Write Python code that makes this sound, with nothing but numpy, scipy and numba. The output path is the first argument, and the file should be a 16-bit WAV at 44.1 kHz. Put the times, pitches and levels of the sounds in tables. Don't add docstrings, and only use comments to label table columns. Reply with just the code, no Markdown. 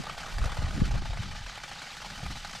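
import sys
import numpy as np
from scipy import signal
from scipy.fft import rfft, irfft
from scipy.io import wavfile
from scipy.ndimage import uniform_filter1d
from numba import njit

SR = 44100
rng = np.random.default_rng(int(sys.argv[2]) if len(sys.argv) > 2 else 0)


def voltage_ratio(level):
    return 10 ** (np.asarray(level, float) / 20)


def store_wav(level_fs):
    pcm = np.round(np.clip(np.atleast_2d(level_fs), -1, 1) * 32767)
    wavfile.write(sys.argv[1], SR, pcm.T.astype(np.int16))


N = 114660


def level(x, db):
    return x * voltage_ratio(db) / np.sqrt(np.mean(x ** 2))


def curve(table, axis):
    rows = np.array(table)
    return np.interp(np.arange(N) / SR, rows[:, 0], rows[:, axis])


def along(table, hz):
    rows = np.array(table)
    return np.interp(np.log(np.maximum(hz, 1)), np.log(rows[:, 0]), rows[:, 1])


def colour(x, db_at):
    return irfft(rfft(x) * voltage_ratio(db_at(np.fft.rfftfreq(N, 1 / SR))), N)


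def band(x, lo_hz, hi_hz):
    return signal.sosfilt(signal.butter(2, [lo_hz, hi_hz], "band", fs=SR, output="sos"), x)


def tilt(x, hz, slope):
    return colour(x, lambda f: -10 * np.log10(1 + (np.maximum(f, 1) / hz) ** slope))


def steady(x, span_s):
    k = int(span_s * SR)
    power = uniform_filter1d(uniform_filter1d(x ** 2, k), k)
    return x / np.sqrt(power + 1e-18)


def walk(rate):
    k = int(SR / rate)
    steps = np.repeat(rng.standard_normal(N // k + 1), k)
    return 1.42 * uniform_filter1d(uniform_filter1d(steps, k), k)[:N]


def flicker(rate):
    w = walk(rate)
    return w - uniform_filter1d(w, int(.12 * SR))


@njit
def grains(n, start, pole, glide, size, length):
    y = np.zeros(n)
    for k in range(len(start)):
        z, p = size[k] + 0j, pole[k]
        for i in range(start[k], min(n, start[k] + length[k])):
            y[i] += z.imag
            z *= p
            p *= glide[k]
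    return y


def rings(at_s, hz, cycles, size, rise):
    length = cycles * SR / hz
    turn = 2j * np.pi * hz / SR
    pole = np.exp(turn - np.log(1000) / length)
    glide = np.exp(turn * rise / length)
    return grains(N, (at_s * SR).astype(np.int64), pole, glide, size, length.astype(np.int64))


def bursts(at_s, size, t60_s, attack_s):
    spikes = np.zeros(N)
    np.add.at(spikes, np.clip((at_s * SR).astype(int), 0, N - 1), size ** 2)
    fall = np.exp(-2 * np.log(1000) / (t60_s * SR))
    rise = np.exp(-1 / (attack_s * SR))
    dying = signal.lfilter([1], [1, -fall], spikes)
    return np.sqrt(np.abs(signal.lfilter([1 - rise], [1, -rise], dying)))


def landing(slaps):
    lumps_per_s, spread_db, lull_lead_s, lull_share = 55, 6.5, 0.0128, 0.46
    chance = rng.random((int(lumps_per_s * N / SR), 2))
    at_s = (np.arange(len(chance)) + 1.13 * chance[:, 0]) / lumps_per_s
    small = level(bursts(at_s, voltage_ratio(spread_db * chance[:, 1]), 0.035, 0.0038), 0)
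    big = bursts(slaps[:, 0], voltage_ratio(slaps[:, 1] + 40), 0.045, 0.0018)
    gap = bursts(slaps[:, 0], np.ones(len(slaps)), 0.025, 0.0013)
    gap = np.clip(np.roll(gap, -int(lull_lead_s * SR)), 0, 1)
    lull = 1 - lull_share * gap * np.clip(1 - 3 * big, 0, 1)
    return 0.69 * small * lull + 0.58 * big, big, lull


def bubbles(per_s, lo_hz, span, cycles, spread_db, lumps):
    chance = rng.random((int(per_s * N / SR), 4))
    hz = lo_hz * span ** chance[:, 1]
    size = voltage_ratio(-spread_db * np.log(chance[:, 2] + 0.054)) * np.sqrt(hz)
    size = size * lumps[(chance[:, 0] * N).astype(int)]
    return level(rings(chance[:, 0] * N / SR, hz, cycles * (1 + 2.1 * chance[:, 3]), size, 0.071), 0)


def fine_spray(lumps):
    surge_db, surges_per_s = 1.3, 40
    mist = np.zeros(N)
    for hz in 400 * 2 ** np.arange(6):
        octave = colour(rng.standard_normal(N), lambda f: -9 * np.log2((f + 1) / hz) ** 2)
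        mist += octave * voltage_ratio(1.8 * flicker(25))
    drops = bubbles(1500, 1334, 13.2, 54, 3, lumps + .5)
    return voltage_ratio(surge_db * flicker(surges_per_s)) * (voltage_ratio(2) * mist + voltage_ratio(-2) * drops)


def slap_noise(lumps, big):
    hit = voltage_ratio(-2) * lumps + voltage_ratio(-3) * big
    dull = tilt(hit * rng.standard_normal(N), 1230, 4.9)
    return dull + voltage_ratio(-7.5) * hit * rng.standard_normal(N)


def splash_db(hz):
    # (frequency [Hz], level [dB])
    broad = [(200, -9.5), (380, -10), (600, -5.5), (1500, -3), (4500, -3), (8000, -16), (12500, -33.5),
             (15500, -39.5)]
    # (frequency [Hz], width [Hz], level [dB])
    puddle = [(536, 330, -0.5), (694, 37, 3.5), (834, 61, 7.5), (1006, 300, -1.5), (1230, 107, 4.5),
              (1500, 89, 2.5), (2110, 75, -2.5), (2360, 21, 3), (3034, 65, 4.5), (3460, 390, -0.5),
              (4930, 91, 1.5), (6060, 67, 4), (8660, 510, 0), (12200, 1700, 3)]
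    return along(broad, hz) + sum(db * np.exp(-2 * ((hz - f) / w) ** 2) for f, w, db in puddle)


def fling_envelope():
    # (time [s], level [dB])
    thrown = np.array([
        (0.853, 5.5),
        (1.218, 3),
        (2.307, -5),
        (.178, 1),
        (0.39, -11),
        (.455, 6),
        (0.544, 5),
        (.575, -18),
        (1.028, -25),
    ])
    return bursts(thrown[:, 0], voltage_ratio(thrown[:, 1]), 0.076, 0.00083)


def slap_rings(slaps):
    cycles = np.full(len(slaps), 20.5)
    ring = rings(slaps[:, 0] + 0.00163, slaps[:, 2], cycles, voltage_ratio(slaps[:, 1] - 5.5), 0.021)
    return band(ring, 440, 2850)


def soil_thud(lumps):
    hz, width_hz = 170.5, 84
    thud = band(rng.standard_normal(N) * (lumps + 0.36), hz - width_hz / 2, hz + width_hz / 2)
    return level(band(thud, hz / 1.94, hz * 2.0), -56)


def water():
    # (time [s], peak [dB], ring [Hz])
    main_slaps = [(0.035, -27.5, 750), (0.054, -39, 1150), (0.067, -28.5, 1230), (0.095, -24.5, 1220),
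                  (0.123, -34, 720), (0.177, -38, 790), (0.202, -28, 820), (0.23, -31, 1670),
                  (0.244, -33, 820), (0.263, -32.5, 799), (0.281, -31.5, 1000), (0.382, -24.5, 1760),
                  (0.415, -30.5, 1100), (0.439, -22.5, 1230), (0.493, -30.5, 1100), (0.517, -24.5, 1150),
                  (0.569, -27, 810), (0.599, -42, 830), (0.618, -26, 830), (0.796, -39, 680),
                  (0.885, -41, 860), (0.908, -26, 840), (0.938, -28, 821), (1.018, -29.5, 810),
                  (1.054, -31, 815), (1.105, -36, 696), (1.129, -30, 860), (1.156, -34.5, 1440),
                  (1.171, -26.5, 1460), (1.231, -29, 1500), (1.311, -32.5, 826), (1.349, -30.5, 1470),
                  (1.462, -28.5, 1540), (1.495, -29.5, 1560), (1.527, -33.5, 1920), (1.575, -28.5, 834),
                  (1.634, -27.5, 1470), (1.679, -33, 845), (1.713, -28.5, 791), (1.772, -33, 861),
                  (1.817, -26.5, 1480), (1.838, -38, 850), (1.863, -34, 1770), (1.911, -41, 1510),
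                  (1.967, -28, 1610), (2.002, -39, 830), (2.017, -27.5, 1380), (2.045, -27.5, 830),
                  (2.1, -30, 1470), (2.203, -39.5, 826), (2.228, -32, 726), (2.261, -30, 810),
                  (2.304, -30.5, 1450), (2.355, -30.5, 820), (2.424, -40, 1130), (2.446, -24, 1480),
                  (2.493, -29, 1340), (2.53, -27.5, 1090)]
    # (time [s], peak [dB], ring [Hz])
    more_slaps = [(0.456, -28, 590), (0.474, -30, 807), (0.636, -32, 818), (0.682, -30.5, 800),
                  (0.707, -34, 695), (0.952, -31.5, 681), (1.752, -37, 850), (1.792, -32, 1380),
                  (2.059, -29, 970), (2.369, -32, 845), (2.548, -42, 1600), (2.549, -28.5, 844)]
    # (time [s], flow [dB], body as it lands on soil [dB], sparkle as the camera turns [dB])
    flow = [
        (0, -47, 4, 5.5),
        (.3, -48, 4, 9),
        (.55, -49, 8, 9),
        (.85, -47.5, 2.5, 6),
        (1.0, -48, 3, 4.5),
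        (1.4, -46, -4, 1.5),
        (1.7, -45.5, -4, 4),
        (2.2, -46, -2.5, 6),
        (2.6, -44, -6, 5),
    ]
    slaps = np.concatenate([np.array(main_slaps), np.array(more_slaps)])
    lumps, big, lull = landing(slaps)
    fine = lull * fine_spray(lumps)
    spatter = voltage_ratio(-4.5) * bubbles(780, 5880, 3.8, 6.6, 2.4, lumps + 0.11)
    plops = voltage_ratio(-3) * bubbles(420, 483.6, 4.83, 9.5, 2, lumps + 0.54)
    splash = colour(fine + spatter + slap_noise(lumps, big) + plops, splash_db)
    splash = splash / np.std(band(splash, 2000, 6000))
    body = tilt(splash, 1120, 2.96)
    bright = splash - body
    splash = steady(bright, 0.064) * np.std(bright)
    splash = splash + voltage_ratio(curve(flow, axis=2)) * steady(body, 0.12) * np.std(body)
    splash = splash + tilt(splash, 6200, -1) * fling_envelope()
    sparkle = voltage_ratio(curve(flow, axis=3) / 3) - 1
    for hz in (7500, 10000, 11500):
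        splash = splash + sparkle * tilt(splash, hz, -6)
    return splash * voltage_ratio(curve(flow, axis=1)) + slap_rings(slaps) + soil_thud(lumps)


def wind():
    # (time [s], level [dB], sharpness [dB])
    gusts = [(0, -53.5, -6), (.28, -51, -21.5), (.42, -32.5, -30.5), (.55, -43.5, -18.5), (.65, -34, -18),
             (.77, -43.5, -6), (.83, -34.5, -18), (.88, -40.5, -1), (.94, -31, -14), (1.05, -39.5, -13),
             (1.12, -40.5, -19.5), (1.27, -44, -12), (1.47, -43.5, -48), (1.56, -58, -11.5),
             (1.9, -62, -18), (2.2, -48.5, -13), (2.27, -41.5, -13), (2.6, -55.5, -37)]
    # (frequency [Hz], level [dB])
    rumble = [(15, -7.5), (38, 1), (65, -12.5), (110, -10.5), (170, -15), (260, -25.5), (400, -36.5),
              (1200, -110)]
    # (frequency [Hz], correlation [0-1])
    likeness = [(25, .9), (60, .65), (125, .5), (250, .3), (600, .1)]
    deep_parts, sharp_parts = [], []
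    for sign in (1, -1):
        def port_db(f):
            alike = np.clip(along(likeness, f), 0, .99)
            return along(rumble, f) + 10 * np.log10((1 + sign * alike) / 2)
        x = colour(rng.standard_normal(N), port_db)
        deep = tilt_deep = colour(x, lambda f: -10 * np.log10(1 + (f / 110) ** 4))
        deep_parts.append(steady(deep, 0.02) * np.std(deep) * voltage_ratio(0.89 * walk(12.4)))
        sharp_parts.append((x - deep) * voltage_ratio(8.6 * walk(35.3) + curve(gusts, axis=2) + 11.0))
    both = np.array(deep_parts) + np.array(sharp_parts)
    return both / np.std(deep_parts[0]) * voltage_ratio(curve(gusts, axis=1) + 3.0) + buffets()


def buffets():
    # (time [s], peak [dB], pitch [Hz], left-right share [-1 to 1])
    eddies = [(.34, -30.5, 30, 0), (.37, -28.5, 45, 0), (0.392, -29, 60.6, 0.11), (0.425, -21, 51, 0.38),
              (0.463, -22.5, 70.4, -0.62), (0.481, -28, 49.8, 0), (0.522, -30.5, 40.3, 0.074),
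              (0.591, -23, 90, 0.39), (0.604, -28, 60, -0.12), (0.649, -20.5, 73, 0.16),
              (0.674, -25, 70, -0.26), (.75, -25.5, 60, 0.78), (0.803, -23, 79, -0.38),
              (0.8206, -12.5, 145.5, -0.74), (0.83, -18, 51.5, .4), (.852, -21.5, 54.7, 0.34),
              (0.872, -27, 60, -0.068), (0.903, -22.5, 39.8, 0.1), (0.926, -17.5, 50.6, 0.077),
              (0.95, -27, 75.4, -0.12), (.958, -26, 84, -0.18), (0.996, -25, 69, -0.31),
              (1.023, -33, 260, 0), (1.1, -25, 75, -0.039), (1.123, -27, 40, 0.15),
              (1.163, -33.5, 112, -0.074), (1.196, -27.5, 110, -0.0042), (1.206, -25.5, 108, -0.092),
              (2.234, -30, 121, 0), (2.261, -29, 45, 0), (2.292, -33, 59, 0), (2.33, -41, 45, 0)]
    rag_db, rag_above_db = -34.5, -20.5
    t, out = np.arange(N) / SR, np.zeros((2, N))
    rag = [level(band(band(rng.standard_normal(N), 280, 520), 220, 1000), rag_db) for _ in range(2)]
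    rag = np.array(rag) * [[.6], [1]]
    for at, db, hz, share in eddies:
        u = (t - at) * hz
        mid = -np.cos(2 * np.pi * u - .4)
        side = share * np.sin(2.6 * np.pi * u + 0.18)
        out += voltage_ratio(db) * np.exp(-(u / 0.48) ** 2) * np.array([mid, side])
        out += voltage_ratio(2 * db - rag_above_db) * np.exp(-((t - at - .006) / 0.013) ** 2) * rag
    return out


def far_rumble():
    return level(band(rng.standard_normal(N) * (1 + np.arange(N) / SR), 26, 47), -60.5)


def treble_width(jet):
    centre_hz, widest_s = 8100, 0.65
    lo_hz, hi_hz = centre_hz / 1.3, centre_hz * 1.3
    wide = level(band(band(np.roll(jet, 400), lo_hz, hi_hz), lo_hz, hi_hz), -60.5)
    return tilt(wide, 6300, -30) * (0.044 + np.exp(-((np.arange(N) / SR - widest_s) / 0.28) ** 2))


def scene():
    mono_from_s, mono_fade_s = 1.398, 0.055
    t = np.arange(N) / SR
    jet = water()
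    wind_mid, wind_side = wind()
    mid = jet + wind_mid + far_rumble()
    side = wind_side + treble_width(jet) + voltage_ratio(-33) * np.roll(jet, 300) * (t < .75)
    side = side * np.clip((mono_from_s - t) / mono_fade_s, .003, 1)
    return np.array([mid + side, mid - side])


def top_cut(x):
    return signal.sosfilt(signal.butter(12, 15720, fs=SR, output="sos"), x)


def record(dry):
    # (time [s], frequency [Hz])
    top = [(0, 15900), (.4, 15700), (.55, 15200), (.9, 14800), (.97, 13900), (1.45, 14500), (1.7, 15900),
           (2.6, 15900)]
    f, t, z = signal.stft(dry, SR, nperseg=2048)
    ragged = np.repeat(rng.standard_normal(len(t)), repeats=3)[:len(t)]
    edge = np.interp(t, *np.array(top).T) - 450 * np.abs(ragged)
    kept = signal.istft(z * (f[:, None] < edge), SR, nperseg=2048)[1][:, :N]
    return top_cut(kept)


dry = scene()
out = record(dry)
store_wav(out)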